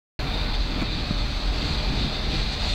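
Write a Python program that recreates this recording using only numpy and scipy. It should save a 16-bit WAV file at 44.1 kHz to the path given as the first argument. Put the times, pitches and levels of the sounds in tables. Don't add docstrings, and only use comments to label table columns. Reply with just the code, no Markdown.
import sys
import numpy as np
from scipy import signal
from scipy.fft import rfft, irfft
from scipy.io import wavfile
from scipy.ndimage import uniform_filter1d

SR = 44100
rng = np.random.default_rng(int(sys.argv[2]) if len(sys.argv) > 2 else 0)


def master_out(mix):
    frames = np.transpose(np.atleast_2d(mix))
    ceiling = np.clip(frames, -1, 1)
    pcm = np.round(ceiling * 32767).astype(np.int16)
    wavfile.write(sys.argv[1], SR, pcm)


N = 120834
TIME = np.arange(N) / SR
HZ = np.fft.rfftfreq(N, 1 / SR)


def amp(db):
    return 10 ** (np.asarray(db) / 20)


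def unit(x):
    return x / np.sqrt(np.mean(x ** 2) + 1e-20)


def curve(points, t):
    return np.interp(t, *np.transpose(points))


def spectrum(points, hz):
    points_hz, db = np.transpose(points)
    return np.interp(np.log(hz + 1), np.log(points_hz + 1), db)


def swell(centre_s, half_width_s):
    return np.exp(-((TIME - centre_s) / half_width_s) ** 2)


def rolloff(corner_hz, centre_hz=0):
    return 1 / (1 + ((HZ - centre_hz) / corner_hz) ** 2)


def colour(x, gain):
    return irfft(rfft(x) * gain, N)


def coloured_noise(gain):
    return unit(colour(rng.standard_normal(N), gain))


def wander(rate_hz):
    return coloured_noise((HZ > 0) * rolloff(rate_hz) ** 2)


def patches(shape, frames, bins):
    field = uniform_filter1d(rng.standard_normal(shape), frames, axis=0)
    return unit(uniform_filter1d(field, bins, axis=1))


def grid(fft_size):
    hop = fft_size // 4
    return np.arange(N // hop + 2)[:, None] * hop / SR, np.fft.rfftfreq(fft_size, 1 / SR)


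def field_noise(db, fft_size):
    spectra = (rng.standard_normal(db.shape) + 1j * rng.standard_normal(db.shape)) * amp(db)
    _, sound = signal.istft(spectra.T, nperseg=fft_size, noverlap=fft_size - fft_size // 4)
    return unit(sound[:N])


# time_s, level_db
HISS_LEVEL = [(0.19, -59), (0.8, -70), (0.87, -79), (1.25, -64), (1.7, -66), (2.74, -73)]

def hiss():
    return amp(curve(HISS_LEVEL, TIME)) * rng.standard_normal(N)


# freq_hz, relative_db
WIND_SPECTRUM = [(8, -10), (22, -5), (42, 0.5), (60, -0.5), (80, -8.5), (125, -17.5), (300, -49)]
# time_s, level_db
GUST_LEVEL = [(0.19, -29.5), (0.61, -28.5), (0.68, -32.5), (1.1, -34), (1.35, -31), (1.71, -30),
              (2.06, -25), (2.15, -35), (2.26, -32), (2.42, -27.5), (2.5, -34.5), (2.74, -28.5)]

def wind():
    air = coloured_noise(amp(spectrum(WIND_SPECTRUM, HZ)) * rolloff(corner_hz=600))
    return amp(curve(GUST_LEVEL, TIME)) * air


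# start_s, level_db, pitch_hz, decay_s
THUMP_EVENTS = [(0.8117, -21, 143, 0.0075), (0.818, -23, 317, 0.0074), (0.824, -23.5, 224, 0.012),
                (1.1081, -15, 183, 0.0032), (1.654, -28.5, 288, 0.0084), (1.707, -18.5, 72, 0.0086),
                (1.904, -31, 165, 0.0046), (2.043, -23.5, 252, 0.011), (2.053, -27, 153, 0.008)]

def thumps(rise_s=0.0023, rustle_db=-16):
    out = np.zeros(N)
    rustle = amp(rustle_db) * coloured_noise(rolloff(corner_hz=800))
    for start_s, level_db, pitch_hz, decay_s in THUMP_EVENTS:
        age_s = np.maximum(TIME - start_s, 0)
        envelope = (1 - np.exp(-age_s / rise_s)) * np.exp(-age_s / decay_s)
        tone = np.sin(2 * np.pi * pitch_hz * age_s)
        out += amp(level_db) * envelope / envelope.max() * (tone + rustle)
    return out


# freq_hz, relative_db
CARRIAGE_SPECTRUM = [(40, -21), (90, 3.5), (125, -1.5), (170, -1), (225, -4.5), (275, -2), (330, -7.5),
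                     (390, -11.5), (700, -25)]
# time_s, level_db
CARRIAGE_LEVEL = [(0.19, -33), (0.44, -34), (0.52, -39), (0.71, -32.5), (0.78, -34), (1.0, -35), (1.2, -36),
                  (1.43, -37.5), (1.65, -32), (1.8, -42.5), (1.91, -31), (1.98, -32), (2.06, -32),
                  (2.14, -41.5), (2.33, -30.5), (2.5, -40), (2.74, -35.5)]

def carriage(flutter_db=1.5):
    rumble = coloured_noise(amp(spectrum(CARRIAGE_SPECTRUM, HZ)) * rolloff(corner_hz=900))
    flutter = amp(flutter_db * wander(rate_hz=28))
    return amp(curve(CARRIAGE_LEVEL, TIME)) * unit(rumble * flutter)


# harmonic, relative_db
GEAR_ORDERS = [(2, -38.5), (3, -42), (4, -54.5), (6, -52.5), (7, -50), (11, -51.5), (13, -65), (19, -60.5)]
# time_s, gain_db
HUM_GAIN = [(0.19, -1.5), (1.35, -8), (1.65, 0.5), (2.0, 2.5), (2.4, 1), (2.74, -3)]

def drive(base_hz=70.2, waver=0.00785, flutter_db=1.95):
    turns = np.cumsum(base_hz * (1 + waver * wander(rate_hz=4.24))) / SR
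    hum = np.zeros(N)
    for harmonic, relative_db in GEAR_ORDERS:
        gain = amp(relative_db + flutter_db * wander(rate_hz=16))
        hum += gain * np.sin(2 * np.pi * (harmonic * turns + rng.random()))
    return hum * amp(curve(HUM_GAIN, TIME))


# time_s, level_db
DRONE_LEVEL = [(0.19, -38), (0.31, -29.5), (0.45, -27.5), (0.6, -23.5), (0.75, -34), (1.1, -30),
               (1.4, -27.5), (1.9, -33), (2.15, -35), (2.25, -28.5), (2.74, -33.5)]

def drone(pitch_hz=40.4, drift_hz=2.935):
    turns = np.cumsum(pitch_hz + drift_hz * wander(rate_hz=5.23)) / SR
    return np.sqrt(2) * np.sin(2 * np.pi * turns) * amp(curve(DRONE_LEVEL, TIME))


# freq_hz, relative_db
ROAR_SPECTRUM = [(60, 4), (250, 1.5), (400, 0), (480, 2), (525, -6.5), (600, 5), (650, -1.5), (740, 2),
                 (950, -2.5), (1350, -3), (1650, -5.5), (2400, -6.5), (3500, -11.5), (6000, -37.5)]
# time_s, relative_db
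ROAR_ENVELOPE = [(0.2, -36), (0.54, -37.5), (0.64, -41), (0.79, -36.5), (0.82, -35.5), (0.84, -39.5),
                 (1.45, -39.5), (1.64, -37), (2.6, -39), (2.65, -35.5), (2.71, -38.5), (2.74, -37)]

def wheels(gain_db=3, patch_db=0.6, resonance_db=2):
    t, hz = grid(fft_size=2048)
    db = spectrum(ROAR_SPECTRUM, hz) + np.zeros_like(t)
    db += patch_db * patches(db.shape, frames=6, bins=14)
    db += resonance_db * patches(db.shape, frames=50, bins=1)
    return field_noise(db, fft_size=2048) * amp(gain_db + curve(ROAR_ENVELOPE, TIME))


# centre_s, level_db, half_width_s
SIZZLE_SWELLS = [(0.823, -53.5, 0.014), (1.7, -54.5, 0.064), (2.53, -53, 0.021), (2.7, -49.5, 0.07)]
# freq_hz, relative_db
SIZZLE_SPECTRUM = [(3000, -30), (6700, 8), (10500, -13), (15000, -36)]

def sizzle():
    envelope = sum(amp(db) * swell(centre_s, half_s) for centre_s, db, half_s in SIZZLE_SWELLS)
    return envelope * coloured_noise(amp(spectrum(SIZZLE_SPECTRUM, HZ)))


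# centre_s, level_db
RATTLE_EVENTS = [(0.815, -33), (0.91, -41), (2.34, -37), (2.69, -38)]
# freq_hz, relative_db
RATTLE_SPECTRUM = [(1200, -44), (2100, 0), (2420, 16), (2950, -11), (3700, 14), (4400, -2), (7000, -27.5)]

def rattles(clicks_per_s=530, decay_s=0.0018, half_width_s=0.019):
    impulses = rng.standard_normal(N) * (rng.random(N) < clicks_per_s / SR)
    t = TIME[:SR // 10]
    click = rng.standard_normal(len(t)) * np.exp(-t / decay_s)
    clicks = signal.fftconvolve(impulses, click)[:N]
    envelope = sum(amp(db) * swell(centre_s, half_width_s) for centre_s, db in RATTLE_EVENTS)
    return envelope * unit(colour(clicks, amp(spectrum(RATTLE_SPECTRUM, HZ))))


# freq_hz, corner_hz, relative_db
CLANG_MODES = [(2400, 40, 6.5), (2553, 81, 1.5)]
# time_s, level_db
CLANG_ENVELOPE = [(0.19, -47.5), (0.7, -51.5), (0.91, -44), (1.0, -47.5), (1.55, -54), (1.72, -46),
                  (2.05, -47), (2.26, -61), (2.33, -40), (2.47, -44), (2.57, -54), (2.68, -45)]

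def clang():
    gain = sum(amp(db) * rolloff(corner_hz, hz) ** 2 for hz, corner_hz, db in CLANG_MODES)
    return coloured_noise(gain) * amp(curve(CLANG_ENVELOPE, TIME))


# centre_s, pitch_hz, level_db, half_width_s
FLARE_EVENTS = [(0.36, 3760, -41, 0.052), (0.41, 3634, -43, 0.13), (0.93, 3660, -38, 0.048),
                (1.72, 3785, -40, 0.054), (2.03, 3750, -42.5, 0.062), (2.13, 3600, -41.5, 0.15),
                (2.59, 4160, -40, 0.066), (2.71, 4170, -35.5, 0.05), (2.72, 3600, -37, 0.043)]

def flares(corner_hz=58):
    out = np.zeros(N)
    for centre_s, pitch_hz, level_db, half_width_s in FLARE_EVENTS:
        ring = coloured_noise(rolloff(corner_hz, pitch_hz) ** 2)
        out += amp(level_db) * swell(centre_s, half_width_s) * ring
    return out


# freq_hz, relative_db
RAIL_SPECTRUM = [(1200, -16.5), (2200, -13), (2580, -6.5), (2900, -10.5), (3350, -7), (3620, -0.5),
                 (3950, -1), (4300, 0.5), (4700, -4), (5100, -11.5), (5500, -22), (6250, -19.5),
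                 (6900, -25), (7700, -26), (9300, -37), (15500, -55)]
# freq_hz, width_hz, boost_db
RAIL_RESONANCES = [(2072, 36, 10), (3340, 36, 8), (5810, 180, 7), (7980, 120, 7)]
# time_s, gain_db
TREBLE_SHELF = [(0.19, 2), (0.34, -1.5), (0.55, -4.5), (0.64, 0.5), (0.88, -4), (0.95, -0.5), (1.3, 0.5),
                (1.58, -0.5), (2.0, -0.5), (2.74, 0.5)]
# time_s, level_db
WHEEL_EXCITATION = [(0.2, -36), (0.28, -38), (0.35, -35), (0.53, -34.5), (0.55, -30), (0.57, -36),
                    (0.97, -34.5), (1.25, -36), (1.62, -33), (1.72, -32.5), (1.9, -34.5), (2.03, -31.5),
                    (2.1, -34.5), (2.27, -35.5), (2.35, -31), (2.48, -34), (2.57, -31.5), (2.72, -30.5)]

def rails(shelf_hz=5540, patch_db=1.07, resonance_db=1.0, flutter_db=0.82):
    t, hz = grid(fft_size=1024)
    db = spectrum(RAIL_SPECTRUM, hz)
    for freq_hz, width_hz, boost_db in RAIL_RESONANCES:
        db += boost_db / (1 + (2 * (hz - freq_hz) / width_hz) ** 2)
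    db = db + curve(TREBLE_SHELF, t) * (hz > shelf_hz)
    db += patch_db * patches(db.shape, frames=14, bins=8)
    db += resonance_db * patches(db.shape, frames=60, bins=1)
    singing = field_noise(db, fft_size=1024)
    return singing * amp(curve(WHEEL_EXCITATION, TIME) + flutter_db * wander(rate_hz=49))


def scene():
    track = rails() + flares() + clang() + rattles() + sizzle()
    train = wheels() + carriage() + drive() + drone()
    surroundings = hiss() + wind() + thumps()
    return (track + train + surroundings)[None]


def record(dry, start_s=0.1905, fade_s=0.001, cutoff_hz=15750):
    gate = np.clip((TIME - start_s) / fade_s, 0, 1)
    lowpass = signal.firwin(511, cutoff_hz, window=("kaiser", 9), fs=SR)
    return signal.oaconvolve(dry * gate, lowpass[None], "same")


dry = scene()
out = record(dry)
master_out(out)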